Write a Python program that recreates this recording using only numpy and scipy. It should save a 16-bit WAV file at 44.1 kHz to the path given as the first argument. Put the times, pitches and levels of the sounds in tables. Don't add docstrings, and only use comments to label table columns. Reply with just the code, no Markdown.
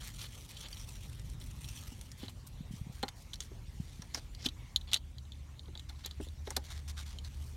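import sys
import numpy as np
from scipy import signal
from scipy.fft import rfft, irfft, next_fast_len
from scipy.io import wavfile
from scipy.ndimage import uniform_filter1d, map_coordinates

SR = 44100
rng = np.random.default_rng(int(sys.argv[2]) if len(sys.argv) > 2 else 0)


def generate_wav(sig):
    pcm = np.round(np.clip(np.atleast_2d(sig).T, -1, 1) * 32767).astype(np.int16)
    wavfile.write(sys.argv[1], SR, pcm)


N = 333396

# pitch_hz, level_db, t60_s
STEEL_MODES = [(2150, -33, .04), (2760, -19.5, 0.017), (2710, -18, 0.015), (3115, 2, 0.023),
               (3196, -2, 0.032), (3480, -5, 0.031), (3430, 0.5, 0.018), (3670, 17, 0.0056),
               (3970, 6.5, 0.018), (4160, 2, 0.016), (4520, -2, 0.027), (6470, -1, 0.017),
               (6450, -19, 0.026), (6840, -4, 0.029), (9050, -28, .012), (11600, -27, 0.034)]


def amp(db):
    return 10 ** (np.asarray(db) / 20)


def unit(x):
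    return x / np.sqrt(np.mean(x ** 2) + 1e-20)


def curve(rows):
    return np.interp(np.arange(N) / SR, *np.transpose(rows))


def wobble(rate):
    knots = rng.standard_normal(int(N * rate / SR) + 4)
    return map_coordinates(knots, [np.arange(N) * rate / SR])


def colour(x, points):
    size = next_fast_len(len(x) + 8192)
    hz, db = np.transpose(points)
    log_hz = np.log(np.fft.rfftfreq(size, 1 / SR) + 1)
    gain = amp(np.interp(log_hz, np.log(hz), db))
    return unit(irfft(rfft(x, size) * gain, size)[:len(x)])


def noise(points, size=N):
    return colour(rng.standard_normal(size), points)


def patchy(x, depth_db):
    bins = signal.stft(x, nperseg=512)[2]
    field = uniform_filter1d(rng.standard_normal(bins.shape), size=6, axis=0)
    field = uniform_filter1d(field, size=7, axis=1)
    return unit(signal.istft(bins * amp(depth_db * unit(field)), nperseg=512)[1][:N])


def add(track, s, sound):
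    part = track[max(round(s * SR), 0):][:len(sound)]
    part += sound[:len(part)]


def swell(size, rise):
    peak = np.clip(rise, .02, .9)
    return np.sqrt(np.interp(np.linspace(0, 1, size), [0, peak, 1], [0, 1, 0]))


def swells(rows, rise):
    track = np.zeros(N)
    for s, length, db in rows:
        add(track, s, amp(db) * swell(int(length * SR), rise))
    return track


def grit(rate, grain_db):
    slips = rng.random(N) < rate / SR
    sizes = rng.standard_normal(N) * amp(grain_db * rng.standard_normal(N))
    return unit(slips * sizes)


def ring(modes, t):
    hz, db, t60 = np.transpose(modes)[:, :, None]
    size_db = 3.5 * rng.standard_normal((len(modes), 1))
    shift = .012 * rng.standard_normal((len(modes), 1))
    return np.sum(amp(db + size_db - 60 * t / t60) * np.sin(2 * np.pi * hz * (1 + shift) * t), axis=0)


def reflected(x, db, t60):
    tail = rng.standard_normal(len(x)) * amp(-60 * np.arange(len(x)) / SR / t60)
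    tail = tail / np.linalg.norm(tail)
    return x + amp(db) * signal.fftconvolve(x, tail)[:len(x)]


def favour(x, spot_hz, db):
    band = signal.butter(2, [spot_hz / 1.22, spot_hz * 1.22], 'band', fs=SR, output='sos')
    return x + amp(db) * signal.sosfilt(band, x)


def cabin_rumble():
    # pitch_hz, relative_db
    spectrum = [(20, -31), (43, 2), (65, -3), (97, -5.5), (125, -4.5), (172, -15.5), (290, -22.5),
                (464, -38.5), (559, -35.5), (600, -34), (780, -63), (1320, -120)]
    # time_s, relative_db
    course = [(0, -56.5), (.4, -58.5), (1.3, -53.5), (3.2, -59.5), (3.7, -57), (5.4, -58.5), (7.56, -57)]
    return noise(spectrum) * amp(curve(course) + 7 + 0.99 * wobble(2.7))


def cabin_hiss():
    # pitch_hz, relative_db
    spectrum = [(240, -8.5), (400, -3), (650, -6), (840, -3), (1200, -5.5), (1520, -9), (2200, -3.5),
                (2800, -4.5), (4000, -8), (6500, -10), (10000, -14), (15800, -21)]
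    # time_s, level_db
    course = [(0, -61.5), (4.6, -61.5), (5.1, -64.5), (7.56, -61)]
    return patchy(noise(spectrum), depth_db=3.0) * amp(curve(course) + 0.28 * wobble(30))


def cabin_hum(hum_hz=73.3, waver_hz=0.82):
    # time_s, relative_db
    course = [(0, -67), (4.4, -58), (5.3, -49), (5.9, -53.5), (6.3, -48), (7.56, -47)]
    phase = 2 * np.pi * np.cumsum(hum_hz + waver_hz * wobble(4.1)) / SR
    throb = 1 + .36 * (wobble(28) + 1j * wobble(28))
    return np.real(throb * np.exp(1j * phase)) * amp(curve(course) + 3.5)


def sliding(attack_s=0.014, fade_db=7, release_s=0.029):
    # start_s, length_s, level_db
    passes = [(0, 0.49, -50.5), (0.474, 0.45, -51), (0.905, 0.46, -55), (1.399, 0.23, -53),
              (1.601, 0.284, -50.5), (1.863, .3, -58), (2.167, .17, -57.5), (2.707, .13, -58.5),
              (6.199, 0.14, -61)]
    # pitch_hz, relative_db
    spectrum = [(290, -39), (500, -10), (728, -51), (878, -5), (972, -13), (1280, -4.5), (1520, -11),
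                (2560, 2.5), (3220, 3), (4900, -5), (5580, 1), (6450, -4), (8990, -2), (11500, -6),
                (15800, -11.5)]
    pressure = np.zeros(N)
    for s, length, db in passes:
        t = np.arange(int(length * SR)) / SR
        contact = np.clip(np.minimum(t / attack_s, (length - t) / release_s), 0, 1)
        add(pressure, s, contact * amp(db - fade_db * t / length))
    skin = patchy(colour(grit(rate=3500, grain_db=2), spectrum), depth_db=3.3)
    flutter_db = 2.5 * wobble(90) + 2.5 * wobble(24.82)
    return skin * pressure * amp(flutter_db)


def bumps(rise_s=0.0044):
    # start_s, level_db, pitch_hz
    pushes = [(2.605, -32.5, 152), (2.707, -36, 159), (2.735, -34.5, 169), (2.812, -29.5, 96),
              (2.866, -35, 140), (2.896, -36, 126), (3.799, -27.5, 141), (3.993, -35, 132)]
    track, t = np.zeros(N), np.arange(SR // 16) / SR
    push = (t / rise_s * np.exp(1 - t / rise_s)) ** 3
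    for s, db, hz in pushes:
        add(track, s, amp(db) * push * np.sin(2 * np.pi * hz * t))
    return track


def scraping():
    # start_s, length_s, level_db, tilt_db_per_octave
    strokes = [(.004, 0.1, -52, -3.5), (0.179, 0.11, -51, 1), (2.466, 0.026, -50, 8.5),
               (2.915, 0.17, -58.5, 2), (3.153, 0.13, -60, 3.5), (3.41, 0.066, -54.5, 2),
               (3.72, 0.57, -62.5, 0.5), (4.137, 0.064, -47, -3.5), (4.441, 0.046, -46, -4),
               (4.917, 0.056, -42.5, -4.5), (5.886, 0.046, -55.5, -3), (5.963, .2, -60.5, -3.5),
               (6.45, .16, -56.5, -1), (6.635, 0.051, -53, -1), (6.684, .12, -48.5, -2.5),
               (6.877, 0.045, -46, -0.5), (6.965, 0.073, -45.5, -2.5), (7.054, 0.11, -53, -2),
               (7.24, 0.046, -49.5, -3), (7.288, 0.15, -62.5, -1), (7.4, .37, -58.5, 5.5)]
    # pitch_hz, relative_db
    spectrum = [(260, -54), (450, -24), (653, -6), (866, -4.5), (1280, -2), (1370, -0.5), (1740, 1.5),
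                (1880, 0.5), (2090, 3), (2610, 2.5), (3840, 6.5), (6370, 3.5), (8080, 0.5), (8970, 1),
                (15800, -9.5)]
    rub = patchy(colour(grit(rate=3500, grain_db=2.5), spectrum), depth_db=2)
    rub = rub * amp(2.3 * wobble(130))
    track = np.zeros(N)
    for s, length, db, tilt_db in strokes:
        piece = rub[round(s * SR):][:int(length * SR)]
        tilt = [(hz, tilt_db * np.log2(hz / 4000)) for hz in (1000, 16000)]
        stroke = colour(piece, tilt)
        add(track, s, amp(db) * stroke * swell(len(stroke), rise=0.15))
    return track


def spinning(spin_hz=5140, spin_q=6.7):
    # start_s, length_s, level_db
    turns = [(3.76, 0.51, -75), (4.14, 0.053, -48.5), (4.39, 0.074, -52.5), (4.445, 0.013, -42)]
    b, a = signal.iirpeak(spin_hz, spin_q, fs=SR)
    rasp = unit(signal.lfilter(b, a, grit(rate=4000, grain_db=4.5)))
    return rasp * swells(turns, rise=0.56)


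def thread_grinding(soft_hz=6000):
    # start_s, length_s, level_db
    grinds = [(.19, 0.089, -49), (.49, 0.15, -55.5), (.625, 0.054, -46.5), (2.19, 0.088, -51.5),
              (3.402, 0.03, -51), (4.38, 0.12, -53.5), (4.87, 0.045, -50.5), (4.914, 0.065, -44),
              (6.035, 0.049, -48.5)]
    lowpass = signal.butter(2, soft_hz, fs=SR, output='sos')
    steel = signal.sosfilt(lowpass, ring(STEEL_MODES, np.arange(SR // 16) / SR))
    thread = unit(signal.fftconvolve(grit(rate=2600, grain_db=1.5), steel)[:N])
    return thread * swells(grinds, rise=0.6)


def shaft_squeaks(squeak_hz=2200, squeak_q=12):
    # start_s, length_s, level_db
    squeaks = [(4.39, .03, -56), (4.53, 0.22, -63), (6.65, .046, -59.5), (6.97, .12, -61)]
    slips = grit(rate=1300, grain_db=2) * amp(4 * wobble(50))
    b, a = signal.iirpeak(squeak_hz, squeak_q, fs=SR)
    return unit(signal.lfilter(b, a, slips)) * swells(squeaks, rise=0.41)


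def knocks(attack_s=0.0024, clack_db=-6, clack_t60=0.035):
    # start_s, peak_db, corner_hz
    pushes = [(1.918, -44, 410), (2.231, -35.5, 400), (2.282, -47, 1180), (3.031, -26, 1080),
              (3.082, -38, 2020), (3.334, -49, 2000), (3.516, -44, 500), (4.022, -43.5, 1560),
              (4.147, -32.5, 1970), (4.172, -41.5, 704), (4.459, -31.5, 373), (5.682, -45.5, 457),
              (5.754, -47, 1270), (5.899, -47, 1480), (6.056, -45, 1300), (6.200, -32.5, 470),
              (6.267, -47, 604), (6.473, -34, 990), (6.506, -37, 1127), (6.567, -29.5, 1010)]
    # pitch_hz, level_db, t60_s
    housing_modes = [(120, -9, 0.1), (255, 6, 0.054), (303, -4.5, 0.095), (383.6, -0.5, 0.056),
                     (574, -8, 0.045), (726, -8, 0.056), (807, -4, 0.051), (857, -2, 0.056),
                     (956, -12, 0.031), (1260, -17, 0.018), (1710, 1, 0.017), (1840, 17.5, 0.0057),
                     (2096, 18.5, 0.01)]
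    clack_spectrum = [(100, 11.0), (900, -5.5), (2100, -4.5), (3000, -8), (8000, -32)]  # (Hz, dB)
    track, t = np.zeros(N), np.arange(SR // 8) / SR
    for s, db, corner_hz in pushes:
        body = ring(housing_modes, t)
        clack = noise(clack_spectrum, size=len(t)) / 2 * amp(clack_db - 60 * t / clack_t60)
        body = (body / np.abs(body).max() + clack) * (1 - np.exp(-t / attack_s))
        band = signal.butter(1, [corner_hz / 2, corner_hz], 'band', fs=SR, output='sos')
        knock = reflected(signal.sosfilt(band, body), db=-12, t60=0.14)
        add(track, s, amp(db) * knock / np.abs(knock).max())
    return track


def loose_ticks(per_s=7.1, scatter_db=3.5, contact_s=0.0024):
    # start_s, length_s, peak_db, brightness_db, favoured_hz
    spells = [(.6, 1.4, -47, 22, 8060), (5.151, 1.2, -53, -11, 4000)]
    rows = []
    for start, length, db, bright_db, spot_hz in spells:
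        for when, size in rng.random((round(length * per_s), 2)):
            peak_db = db + scatter_db * (2 * size - 1)
            rows.append((start + when * length, peak_db, bright_db, contact_s, spot_hz))
    return rows


def ticks(crack_db=-5, crack_t60=0.016, chatter_db=-9, lowest_hz=2500, bite_share=0.28):
    # start_s, peak_db, brightness_db, contact_s, favoured_hz
    strikes = [(0.215, -34.5, 2, .0023, 5870), (.569, -37, -18, 0.0031, 3200), (0.685, -40, 12, .001, 9000),
               (0.728, -36, 0, .0026, 5660), (0.769, -39, -7, 0.0024, 3380),
               (1.643, -38.5, 6, 0.0047, 3530), (1.688, -41, 16, 0.0032, 6040),
               (2.012, -39, 10, 0.0012, 9100), (2.116, -40, 14, 0.0024, 6000),
               (2.282, -36.5, -7, 0.0026, 3700), (3.0287, -27.5, 4.5, 0.0019, 3570),
               (3.034, -28.5, -14, 0.0032, 3720), (3.082, -31.5, -10, 0.00078, 3600),
               (3.087, -34, 2, 0.0014, 3600), (3.333, -31.5, 2.5, 0.0049, 3680),
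               (3.339, -34.5, 8, .004, 3680), (3.357, -41, 9, .0011, 4000), (3.4045, -28, 9, 0.00068, 6960),
               (4.020, -38, 3, 0.0016, 5500), (4.1458, -21, 11, 0.0015, 5640),
               (4.349, -40, -2, 0.0011, 4170), (4.4577, -25, -2, 0.0018, 5000),
               (4.4612, -19, -2, 0.0035, 3270), (4.4873, -29, 1, 0.002, 3740),
               (4.7614, -11.5, -14, 0.00028, 3530), (4.811, -42, -2, 0.0061, 3400),
               (4.916, -31, -13, 0.00076, 3900), (4.9329, -12.5, 0, 0.0015, 3020),
               (4.942, -13, -0.5, .0031, 3150), (4.963, -24.5, -17, 0.00055, 3420),
               (4.971, -31, -2, .0015, 4060), (5.183, -41, -6, .0017, 3750), (5.32, -38, -4, .0013, 3500),
               (5.594, -36.5, -19, 0.0017, 4060), (5.7526, -36, -16, 0.0024, 4000),
               (5.775, -36, -8, 0.0015, 4030), (5.795, -37.5, 2, 0.0041, 3600),
               (5.895, -37, 2, 0.003, 3800), (6.0475, -31.5, -9, .003, 3900),
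               (6.06, -29.5, 22, 0.0015, 14000), (6.111, -33.5, -5, 0.0012, 3780),
               (6.2864, -42.5, 3, 0.0012, 3600), (6.471, -38.5, 1, .0026, 3940),
               (6.505, -28.5, 22, .0007, 9150), (6.565, -21, 13, 0.0034, 4070),
               (7.186, -35, -3, 0.0023, 3530)]
    # pitch_hz, relative_db
    crack_spectrum = [(150, -48), (500, -30), (1000, -14), (1750, -3.5), (2600, 1), (3600, -4), (5500, 5),
                      (8000, 0), (12000, -4.5), (16000, -16)]
    track, t = np.zeros(N), np.arange(SR // 14) / SR
    thin = signal.butter(4, lowest_hz, 'high', fs=SR, output='sos')
    for s, db, bright_db, length, spot_hz in strikes + loose_ticks():
        force = amp(chatter_db) * rng.standard_normal(len(t)) * np.exp(-(t / length) ** 4)
        force[0] = 1
        steel = signal.fftconvolve(force, ring(STEEL_MODES, t))[:len(t)]
        steel = signal.sosfilt(thin, steel)
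        decay_db = -60 * np.maximum(t - length / 2, 0) / crack_t60
        crack = noise(crack_spectrum, size=len(t)) / 2 * amp(crack_db + bright_db + decay_db)
        crack = crack * (1 - np.exp(-t / (bite_share * length)))
        tick = favour(steel / np.abs(steel).max() + crack, spot_hz, db=-1.5)
        tick = reflected(tick, db=-6.5, t60=0.037)
        crest = np.sqrt(2 * uniform_filter1d(tick ** 2, size=30).max())
        add(track, s, amp(db) * tick / crest)
    return track


def scene():
    background = cabin_rumble() + cabin_hiss() + cabin_hum()
    hand = sliding() + bumps()
    rubbing = scraping() + spinning() + thread_grinding() + shaft_squeaks()
    impacts = knocks() + ticks()
    return (background + hand + rubbing + impacts)[None]


def record(dry, top_hz=15950):
    # pitch_hz, gain_db
    port = [(20, 1), (1900, -1), (2650, -5), (3150, -2), (4300, 0), (5100, -3.5), (5750, 0.5), (6500, -2),
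            (7100, -1), (7900, -3), (9200, -1), (10300, -5), (11700, -1.5), (15800, -5)]
    size = next_fast_len(N + 8192)
    hz = np.fft.rfftfreq(size, 1 / SR)
    gain = amp(np.interp(hz, *np.transpose(port))) * (hz < top_hz)
    return irfft(rfft(dry, size) * gain, size)[:, :N]


dry = scene()
out = record(dry)
generate_wav(out)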